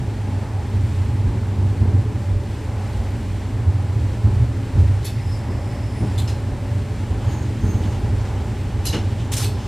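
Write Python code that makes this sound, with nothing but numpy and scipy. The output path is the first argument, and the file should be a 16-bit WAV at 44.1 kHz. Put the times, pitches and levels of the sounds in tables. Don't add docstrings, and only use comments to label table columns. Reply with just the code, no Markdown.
import sys
import numpy as np
from scipy import signal
from scipy.fft import rfft, irfft, next_fast_len
from scipy.io import wavfile
from scipy.ndimage import uniform_filter1d, map_coordinates

SR = 44100
rng = np.random.default_rng(int(sys.argv[2]) if len(sys.argv) > 2 else 0)


def to_wav(sig):
    pcm = np.clip(np.atleast_2d(sig), -1, 1) * 32767
    pcm = np.round(pcm).astype(np.int16)
    wavfile.write(sys.argv[1], SR, pcm.T)


N = 426447

# (time [s], floor boom [dB], sway [dB], body rumble [dB], panel roar [dB])
ROLL = [(0.0, -30, -34, -33, -39.5), (0.51, -22, -36, -34.5, -40.5), (0.99, -19.5, -31, -33.5, -39.5),
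        (1.48, -23, -36, -32, -39), (1.86, -23, -29, -30.5, -40), (2.21, -24, -40, -33, -40),
        (2.67, -25, -34.5, -35, -40), (3.5, -24, -30.5, -33.5, -39.5), (3.88, -21, -38, -34, -40),
        (4.09, -21, -30, -34, -39), (4.31, -26, -31, -33.5, -40.5), (5.25, -23.5, -34, -36, -41),
        (6.11, -23, -33, -34, -38.5), (6.97, -23.5, -32.5, -33.5, -39.5),
        (7.86, -20.5, -31.5, -29.5, -38.5), (8.11, -22.5, -27.5, -32.5, -39.5),
        (8.89, -23.5, -29, -33.5, -38), (9.67, -25, -33, -33, -38.5)]
# (time [s], body rumble [dB], rumble t60 [s], floor boom [dB], sway [dB])
ROLL_SWELLS = [(0.0, -34, .3, -14.5, -40), (0.72, -23, 0.26, -38, -19), (1.24, -24.5, 0.8, -16, -16.5),
               (1.58, -27, 0.38, -14, -40), (1.81, -22, 0.58, -10.5, -29), (1.92, -33, 0.21, -16, -42),
               (2.28, -40, 0.27, -21, -15.5), (2.96, -45, .3, -35, -16.5), (3.66, -39, 0.41, -12.5, -37),
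               (3.955, -40, .3, -14, -37), (4.24, -22.5, 0.51, -6, -16), (4.388, -43, .3, -11, -48),
               (4.753, -18, 0.25, -4.5, -21), (4.9, -43, 0.26, -23, -30), (5.26, -45, .3, -18, -21),
               (5.489, -16, 0.18, -26, -32), (6.0, -19, 0.43, -17, -30), (6.2, -35, 0.25, -17.5, -35),
               (6.5, -39, 0.33, -26, -18), (6.7, -38, 0.27, -19, -36), (7.1, -26, 0.29, -17.5, -21),
               (7.25, -35, 0.46, -17.5, -35), (7.62, -23, 0.77, -23, -14), (8.029, -44, 0.27, -15.5, -32),
               (8.55, -43, .3, -21, -31), (8.94, -20, 0.37, -21.5, -28), (9.08, -34, 0.25, -20.5, -31),
               (9.4, -26.5, .4, -15.5, -35)]
# (frequency [Hz], relative density [dB])
BOOM_COLOUR = [(50, -120), (60, -30), (75, -7), (88, -3.5), (97, 3.5), (106, -4.5), (115, -2.5), (128, -12),
               (140, -21), (170, -37), (220, -120)]
SWAY_COLOUR = [(12, -65), (22, -19), (40, -11), (48, -2), (70, 0.5), (80, -31), (100, -45), (130, -120)]
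RUMBLE_COLOUR = [(110, -120), (135, -10), (150, -4.5), (185, -3.5), (205, -4), (221, 0), (238, -6),
                 (265, -5.5), (300, -7), (385, -11), (424, -8), (455, -17.5), (500, -29), (650, -50),
                 (1100, -120)]
ROAR_COLOUR = [(270, -4.5), (460, 0), (507, 3.5), (589, 4), (677, -1), (839, 5), (908, 0), (969, 0),
               (1170, -6), (1400, -9), (1820, -12.5), (3080, -120)]
BOOM_RISE_S, BOOM_T60_S = 0.0072, 0.63
SWAY_RISE_S, SWAY_T60_S = 0.022, 0.47
RUMBLE_RISE_S = 0.022
PANELS_BELOW_DB = 12

FIRING_HZ = 28.3
# (multiple of the firing rate [-], level [dB])
HUM = [(1, -61), (4, -41), (9.5, -47.5), (19, -63), (20.5, -55)]
# (frequency [Hz], relative density [dB])
HISS_COLOUR = [(700, -19), (1200, -5), (1500, -2), (2000, -0.5), (2500, -3.5), (3800, -8.5), (4500, -8.5),
               (4950, -11.5), (5350, -10.5), (6600, -14.5), (7300, -12), (8800, -14.5), (10400, -21.5),
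               (11900, -21.5), (13500, -28), (15600, -32)]
HISS_DB = -45

# (time [s], level [dB])
RUB = [(6.3, -73), (6.9, -64), (7.3, -53), (7.6, -58), (7.68, -60), (7.8, -54), (8.3, -57), (8.8, -58),
       (9.1, -50)]
# (frequency [Hz], relative density [dB])
RUB_COLOUR = [(1200, -30), (2000, -7), (3000, 4), (4500, -6), (7000, -10), (11000, -28), (15000, -30)]
# (loudest time [s], tone [Hz], level [dB], drift [Hz/s], stretch of the rise [-],
# tail [s], upper partial [Hz], upper partial relative to the tone [dB])
SQUEAKS = [(7.33, 6610, -47, -100, .8, .15, 13250, -15), (7.735, 6490, -49, 400, 1.5, .235, 13220, -12),
           (9.68, 6420, -54, -100, 1.01, .2, 12900, -17)]
# (time from its loudest [s], relative level [dB])
GRIP = [(-.11, -19), (-.05, -5), (0, 0), (.05, -3.5), (.085, -10)]
TAIL_DB, HZ_PER_DB = -10, 0.5
SLIP_SCATTER_HZ, SLIP_WANDER_HZ = 105, 22

# (opens [s], shuts [s], level [dB])
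LEAKS = [(5.06, 6.2, -55), (9.47, 9.8, -58)]
LEAK_FADE_S = 0.04
# (frequency [Hz], width [Hz], level [dB])
VALVE = [(4820, 95, -7), (5250, 80, -1.5), (7240, 100, -13), (7960, 100, -14), (9920, 110, -13),
         (11500, 200, -22)]
# (time [s], level [dB])
PIPE_AIR = [(5.1, -75), (5.15, -57), (5.185, -46), (5.23, -53), (5.38, -50), (5.46, -56), (5.74, -48),
            (5.9, -52), (6.04, -52), (6.16, -57), (6.21, -75)]
# (frequency [Hz], width [Hz], level [dB])
PIPE = [(1975, 95, 0), (2160, 120, -6), (2400, 600, -11), (4830, 90, -13)]
# (loudest time [s], frequency [Hz], level [dB])
WHISTLES = [(5.955, 9900, -62), (5.99, 9535, -55)]
WHISTLE_RISE_DB_PER_S, WHISTLE_FALL_DB_PER_S = 170, 85

# (time [s], level [dB], t60 [s])
SLAM = (8.933, -15, 0.17)
# (frequency [Hz], relative density [dB])
THUMP_COLOUR = [(76, -36), (130, -40), (232, 8.5), (327, -0.5), (544, -3), (674, -19), (1860, -18),
                (2200, -24), (2860, -52), (4840, -120)]
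# (time [s], rise [s], rattle t60 [s], ring t60 below 4.5 kHz [s],
# rattle near each of CLACK_HZ [dB] ..., each mode of RINGS [dB] ...)
CLACKS = [(4.786, .0045, .18, .2, -30, -39, -41, -39, -45, -50, -60, -66, -70, -67, -70, -69, -70, -70, -70, -70, -74, -70, -61, -73, -84, -83, -86),
          (5.028, .005, .2, .25, -34, -40, -35, -40, -42, -52, -52, -65, -60, -66, -52, -49.5, -62, -70, -71, -74, -76, -70, -58, -66, -68, -68, -90),
          (5.048, .0025, 0.18, 0.31, -33, -33, -28.5, -31, -29, -35, -35, -45, -49, -67, -46, -58, -42, -70, -70, -48, -55, -50, -50, -41, -44, -47, -48),
          (5.066, .003, 0.15, 0.26, -33, -34, -28, -31, -36, -40, -40, -50, -46, -60, -44, -60, -48, -70, -70, -50, -60, -52, -52, -46, -55, -50, -56),
          (6.181, .0012, 0.25, 0.21, -39, -34, -23, -38, -28.5, -35, -36, -55, -70, -60, -39, -41, -70, -50, -70, -70, -76, -70, -47, -52, -59, -86, -70),
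          (6.277, 0.0035, 0.26, 0.32, -31, -31, -31.5, -32, -37, -42, -45, -70, -52, -50, -70, -45, -70, -70, -45, -60, -66, -52, -75, -70, -83, -77, -90),
          (7.64, 0.0055, 0.56, .6, -50, -46, -46, -46, -44, -58, -51, -62, -70, -67, -61, -69, -70, -70, -70, -74, -58, -70, -75, -84, -76, -86, -90),
          (7.925, .0046, 0.16, .2, -35, -36, -42, -43, -53, -59, -59, -62, -70, -58, -70, -69, -66, -70, -70, -74, -64, -70, -75, -78, -70, -86, -82),
          (8.203, .0045, .17, .2, -37, -37, -46, -41, -43, -56, -57, -70, -70, -67, -57, -69, -70, -70, -63, -59, -71, -70, -75, -72, -83, -86, -90),
          (8.25, .0044, 0.32, .3, -31, -32, -42, -39, -45, -58, -55, -70, -70, -67, -65, -69, -70, -70, -65, -64, -76, -70, -75, -84, -72, -86, -90),
          (8.839, .0076, .16, .2, -37, -24, -28, -38, -39, -41, -44, -55, -60, -45, -49, -58, -71, -70, -55, -55, -55, -70, -75, -60, -55, -86, -64),
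          (8.856, 0.0026, 0.22, .32, -28, -29, -24, -20.5, -21.5, -24, -27, -44, -60, -39, -50, -36, -50, -50, -50, -74, -42, -50, -60, -50, -37, -46, -52),
          (8.866, .003, .22, 0.28, -36, -34, -26, -26, -29, -32, -36, -55, -60, -41, -47, -32, -50, -37, -60, -60, -41, -44, -60, -57, -40, -48, -58),
          (8.929, 0.0032, 0.26, 0.29, -21, -21.5, -21, -26, -32, -38, -49, -49, -52, -33, -43, -41, -50, -70, -49, -42, -45, -60, -63, -62, -70, -64, -71),
          (9.32, 0.004, 0.38, .35, -27, -26, -23.5, -25, -23, -27, -33, -34, -60, -53, -49, -49, -48, -60, -51, -50, -52, -60, -50, -84, -83, -86, -48),
          (9.369, .003, 0.23, 0.27, -29, -25, -27, -20, -24, -23, -30, -38, -60, -43, -42, -47, -71, -60, -71, -50, -37, -50, -40, -83, -83, -47, -54),
          (9.395, .005, .2, .22, -19, -34, -22, -26, -29, -29, -36, -43, -60, -67, -70, -69, -71, -60, -44, -50, -46, -60, -45, -49, -69, -54, -54),
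          (9.423, 0.0027, 0.24, 0.36, -33, -27, -22, -27, -28, -29, -34, -45, -47, -67, -47, -42, -41, -60, -48, -73, -46, -60, -41, -46, -44, -42, -46),
          (9.452, .0055, 0.14, 0.21, -34, -35, -36, -34, -36, -40, -41, -58, -55, -55, -55, -52, -52, -60, -61, -74, -55, -60, -49, -56, -58, -55, -55),
          (9.483, .005, .15, 0.32, -45, -45, -42, -45, -48, -55, -60, -70, -60, -70, -62, -53, -54, -70, -60, -74, -70, -70, -53, -70, -70, -70, -70)]
CLACK_HZ = [1300, 2400, 3700, 5600, 7600, 10000, 12500, 14500]
# (frequency [Hz], pitch waver [Hz])
RINGS = [(2560, 80), (2880, 135), (3560, 150), (4100, 125), (4440, 65), (4880, 130), (5150, 70), (5430, 90),
         (6270, 110), (6820, 110), (8130, 100), (10500, 90), (11250, 170), (11980, 110), (13800, 110)]
FALL_BEND = 1.113
HIGH_MODES_SHORTER = 0.5
RING_WAVER_DB, CHATTER_DB = 4, 2.5

# (frequency [Hz], gain [dB])
WIDE = [(60, -37), (150, -20.5), (270, -17.5), (400, -14), (600, -16), (900, -38.5), (1400, -35),
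        (2200, -45), (4700, -37), (5400, -6.5), (7000, -4), (9500, -6), (10800, -2.5), (11600, -28)]
# (frequency [Hz], left over right [dB])
LEAN = [(60, -1), (170, -1), (270, 2), (450, 2), (750, 0)]
TOP_HZ = 15655


def amp(db):
    return 10 ** (np.asarray(db) / 20)


def unit(x):
    return x / np.sqrt(np.mean(x ** 2) + 1e-20)


def along(points, hz):
    f, v = np.transpose(points)
    return np.interp(np.log(hz + 1), np.log(f + 1), v)


def curves(rows):
    s, *cols = np.transpose(rows)
    return [np.interp(np.arange(N) / SR, s, c) for c in cols]


def wobble(rate):
    knots = rng.standard_normal(int(N * rate / SR) + 4)
    return map_coordinates(knots, [np.arange(N) * rate / SR])


def filtered(x, response):
    n = x.shape[-1]
    m = next_fast_len(n + 8192)
    return irfft(rfft(x, m) * response(np.fft.rfftfreq(m, 1 / SR)), m)[..., :n]


def peaks(modes, hz):
    return np.sqrt(sum(amp(db) ** 2 / (1 + (2 * (hz - c) / w) ** 2) for c, w, db in modes))


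def noise(colour):
    return unit(filtered(rng.standard_normal(N), lambda hz: amp(along(colour, hz))))


def resonant_noise(modes):
    return unit(filtered(rng.standard_normal(N), lambda hz: peaks(modes, hz)))


def steadied(x, seconds, share):
    slow = np.sqrt(np.abs(uniform_filter1d(x * x, int(seconds * SR))) + 1e-3)
    return unit(x / slow ** share)


def swells(times, levels_db, rise_s, t60):
    out, t = np.zeros(N + SR), np.arange(SR) / SR
    for s, db, fall in np.broadcast(times, levels_db, t60):
        out[max(round(s * SR), 0):][:SR] += (1 - np.exp(-t / rise_s)) * amp(db - 60 * t / fall)
    return out[:N]


def rolling():
    boom_db, sway_db, rumble_db, roar_db = curves(ROLL)
    s, body_swell_db, body_t60, boom_swell_db, sway_swell_db = np.transpose(ROLL_SWELLS)
    body_swell = swells(s, body_swell_db, RUMBLE_RISE_S, body_t60)
    boom_swell = swells(s, boom_swell_db, BOOM_RISE_S, BOOM_T60_S)
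    sway_swell = swells(s, sway_swell_db, SWAY_RISE_S, SWAY_T60_S)
    boom = np.hypot(amp(boom_db), boom_swell) * steadied(noise(BOOM_COLOUR), 0.06, share=0.29)
    sway = np.hypot(amp(sway_db), sway_swell) * steadied(noise(SWAY_COLOUR), 0.053, share=0.42)
    rumble = np.hypot(amp(rumble_db + 0.29 * wobble(9.8)), body_swell) * noise(RUMBLE_COLOUR)
    panel_swell = amp(-PANELS_BELOW_DB) * body_swell
    roar = np.hypot(amp(roar_db + 1.25 * wobble(3.7)), panel_swell) * noise(ROAR_COLOUR)
    return boom + sway + rumble + roar


def engine():
    turn = 2 * np.pi * np.cumsum(FIRING_HZ * (1 + 0.00304 * wobble(1.484))) / SR
    hum = np.zeros(N)
    for multiple, db in HUM:
        level = amp(db + 5.4 * wobble(3.02))
        hum += level * np.sqrt(2) * np.sin(multiple * turn + rng.uniform(0, 5.86))
    throb = 1 + 0.04 * np.cos(turn) + 0.03 * np.cos(turn / 3)
    hiss_level = amp(HISS_DB + 0.6 * wobble(2.58) + 0.6 * wobble(8))
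    return hum + hiss_level * throb * noise(HISS_COLOUR)


def rub():
    rub_db, = curves(RUB)
    touching = rub_db > rub_db.min()
    return touching * amp(rub_db + 3.5 * wobble(25)) * noise(RUB_COLOUR)


def squeaks():
    out, t = np.zeros(N), np.arange(N) / SR
    for s, hz, db, drift, stretch, tail, upper_hz, upper_db in SQUEAKS:
        shape = [(GRIP[0][0] - 0.02, -60), *GRIP, (tail, TAIL_DB), (tail + 0.02, -60)]
        timed = [(s + when * (stretch if when < 0 else 1), level) for when, level in shape]
        swell_db, = curves(timed)
        pitch = hz + HZ_PER_DB * swell_db + drift * np.clip(t - s, -0.5, 0.5)
        slip = SLIP_SCATTER_HZ * wobble(600) + SLIP_WANDER_HZ * wobble(30)
        tone = np.sin(2 * np.pi * np.cumsum(pitch + slip) / SR)
        upper = np.sin(2 * np.pi * np.cumsum(upper_hz + 1.4 * slip) / SR)
        level = (swell_db > -60) * amp(db + swell_db + 3 * wobble(70))
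        out += level * np.sqrt(2) * (tone + amp(upper_db + swell_db / 2) * upper)
    return out


def valve():
    t = np.arange(N) / SR
    flow = np.zeros(N)
    for opens, shuts, db in LEAKS:
        flow += amp(db) * np.clip(np.minimum(t - opens, shuts - t) / LEAK_FADE_S, 0, 1)
    leak = flow * amp(2.5 * wobble(13)) * resonant_noise(VALVE)
    pipe_db, = curves(PIPE_AIR)
    flowing = pipe_db > pipe_db.min()
    out = leak + flowing * amp(pipe_db + 2 * wobble(25)) * resonant_noise(PIPE)
    for s, hz, db in WHISTLES:
        swell_db = db - np.maximum(WHISTLE_RISE_DB_PER_S * (s - t), WHISTLE_FALL_DB_PER_S * (t - s))
        tone = np.sin(2 * np.pi * np.cumsum(hz + 70 * wobble(300)) / SR)
        out += amp(swell_db + 3.5 * wobble(50)) * np.sqrt(2) * tone
    return out


def slam():
    s, db, t60 = SLAM
    return swells(s, db, 0.0052, t60) * noise(THUMP_COLOUR)


def handle():
    out, t = np.zeros(N + SR), np.arange(SR // 3) / SR
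    ring_hz, waver_hz = np.transpose(RINGS)[:, :, None]
    bands = len(CLACK_HZ)

    def waver(rate):
        knots = rng.standard_normal((len(RINGS), rate))
        where = np.broadcast_arrays(np.arange(len(RINGS))[:, None], t * rate)
        return map_coordinates(knots, where, order=1)

    for s, rise_s, t60, ring_t60, *levels in CLACKS:
        bands_db, rings_db = levels[:bands], np.array(levels[bands:])[:, None]
        colour = [(600, bands_db[0] - 13), *zip(CLACK_HZ, bands_db), (16000, bands_db[-1] - 15)]
        rattle = filtered(rng.standard_normal(len(t)), lambda hz: amp(along(colour, hz)))
        rattle *= amp(CHATTER_DB * waver(180)[0] - 60 * (t / t60) ** FALL_BEND)

        cycles = np.cumsum(ring_hz + waver_hz * waver(500), 1) / SR + rng.random((len(RINGS), 1))
        mode_t60 = ring_t60 * np.minimum(1, 4500 / ring_hz) ** HIGH_MODES_SHORTER
        dying_db = -60 * (t / mode_t60) ** FALL_BEND
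        mode_level = amp(rings_db + dying_db + RING_WAVER_DB * waver(200))
        ringing = np.sqrt(2) * np.sum(mode_level * np.sin(2 * np.pi * cycles), 0)

        rise = (1 - np.exp(-t / rise_s)) ** 2
        out[round((s - 0.004) * SR):][:len(t)] += rise * (rattle + ringing)
    return out[:N]


def scene():
    mid = rolling() + engine() + rub() + squeaks() + valve() + slam() + handle()
    z = signal.stft(mid, nperseg=1024)[2]
    random_phase = signal.istft(z * np.exp(2j * np.pi * rng.random(z.shape)), nperseg=1024)[1][:N]
    side = filtered(random_phase, lambda hz: amp(along(WIDE, hz)))
    leaning = filtered(np.array([mid, mid]), lambda hz: amp(along(LEAN, hz) * [[0.5], [-0.5]]))
    return leaning + [side, -side]


def record(dry):
    return filtered(dry, lambda hz: hz < TOP_HZ)


dry = scene()
out = record(dry)
to_wav(out)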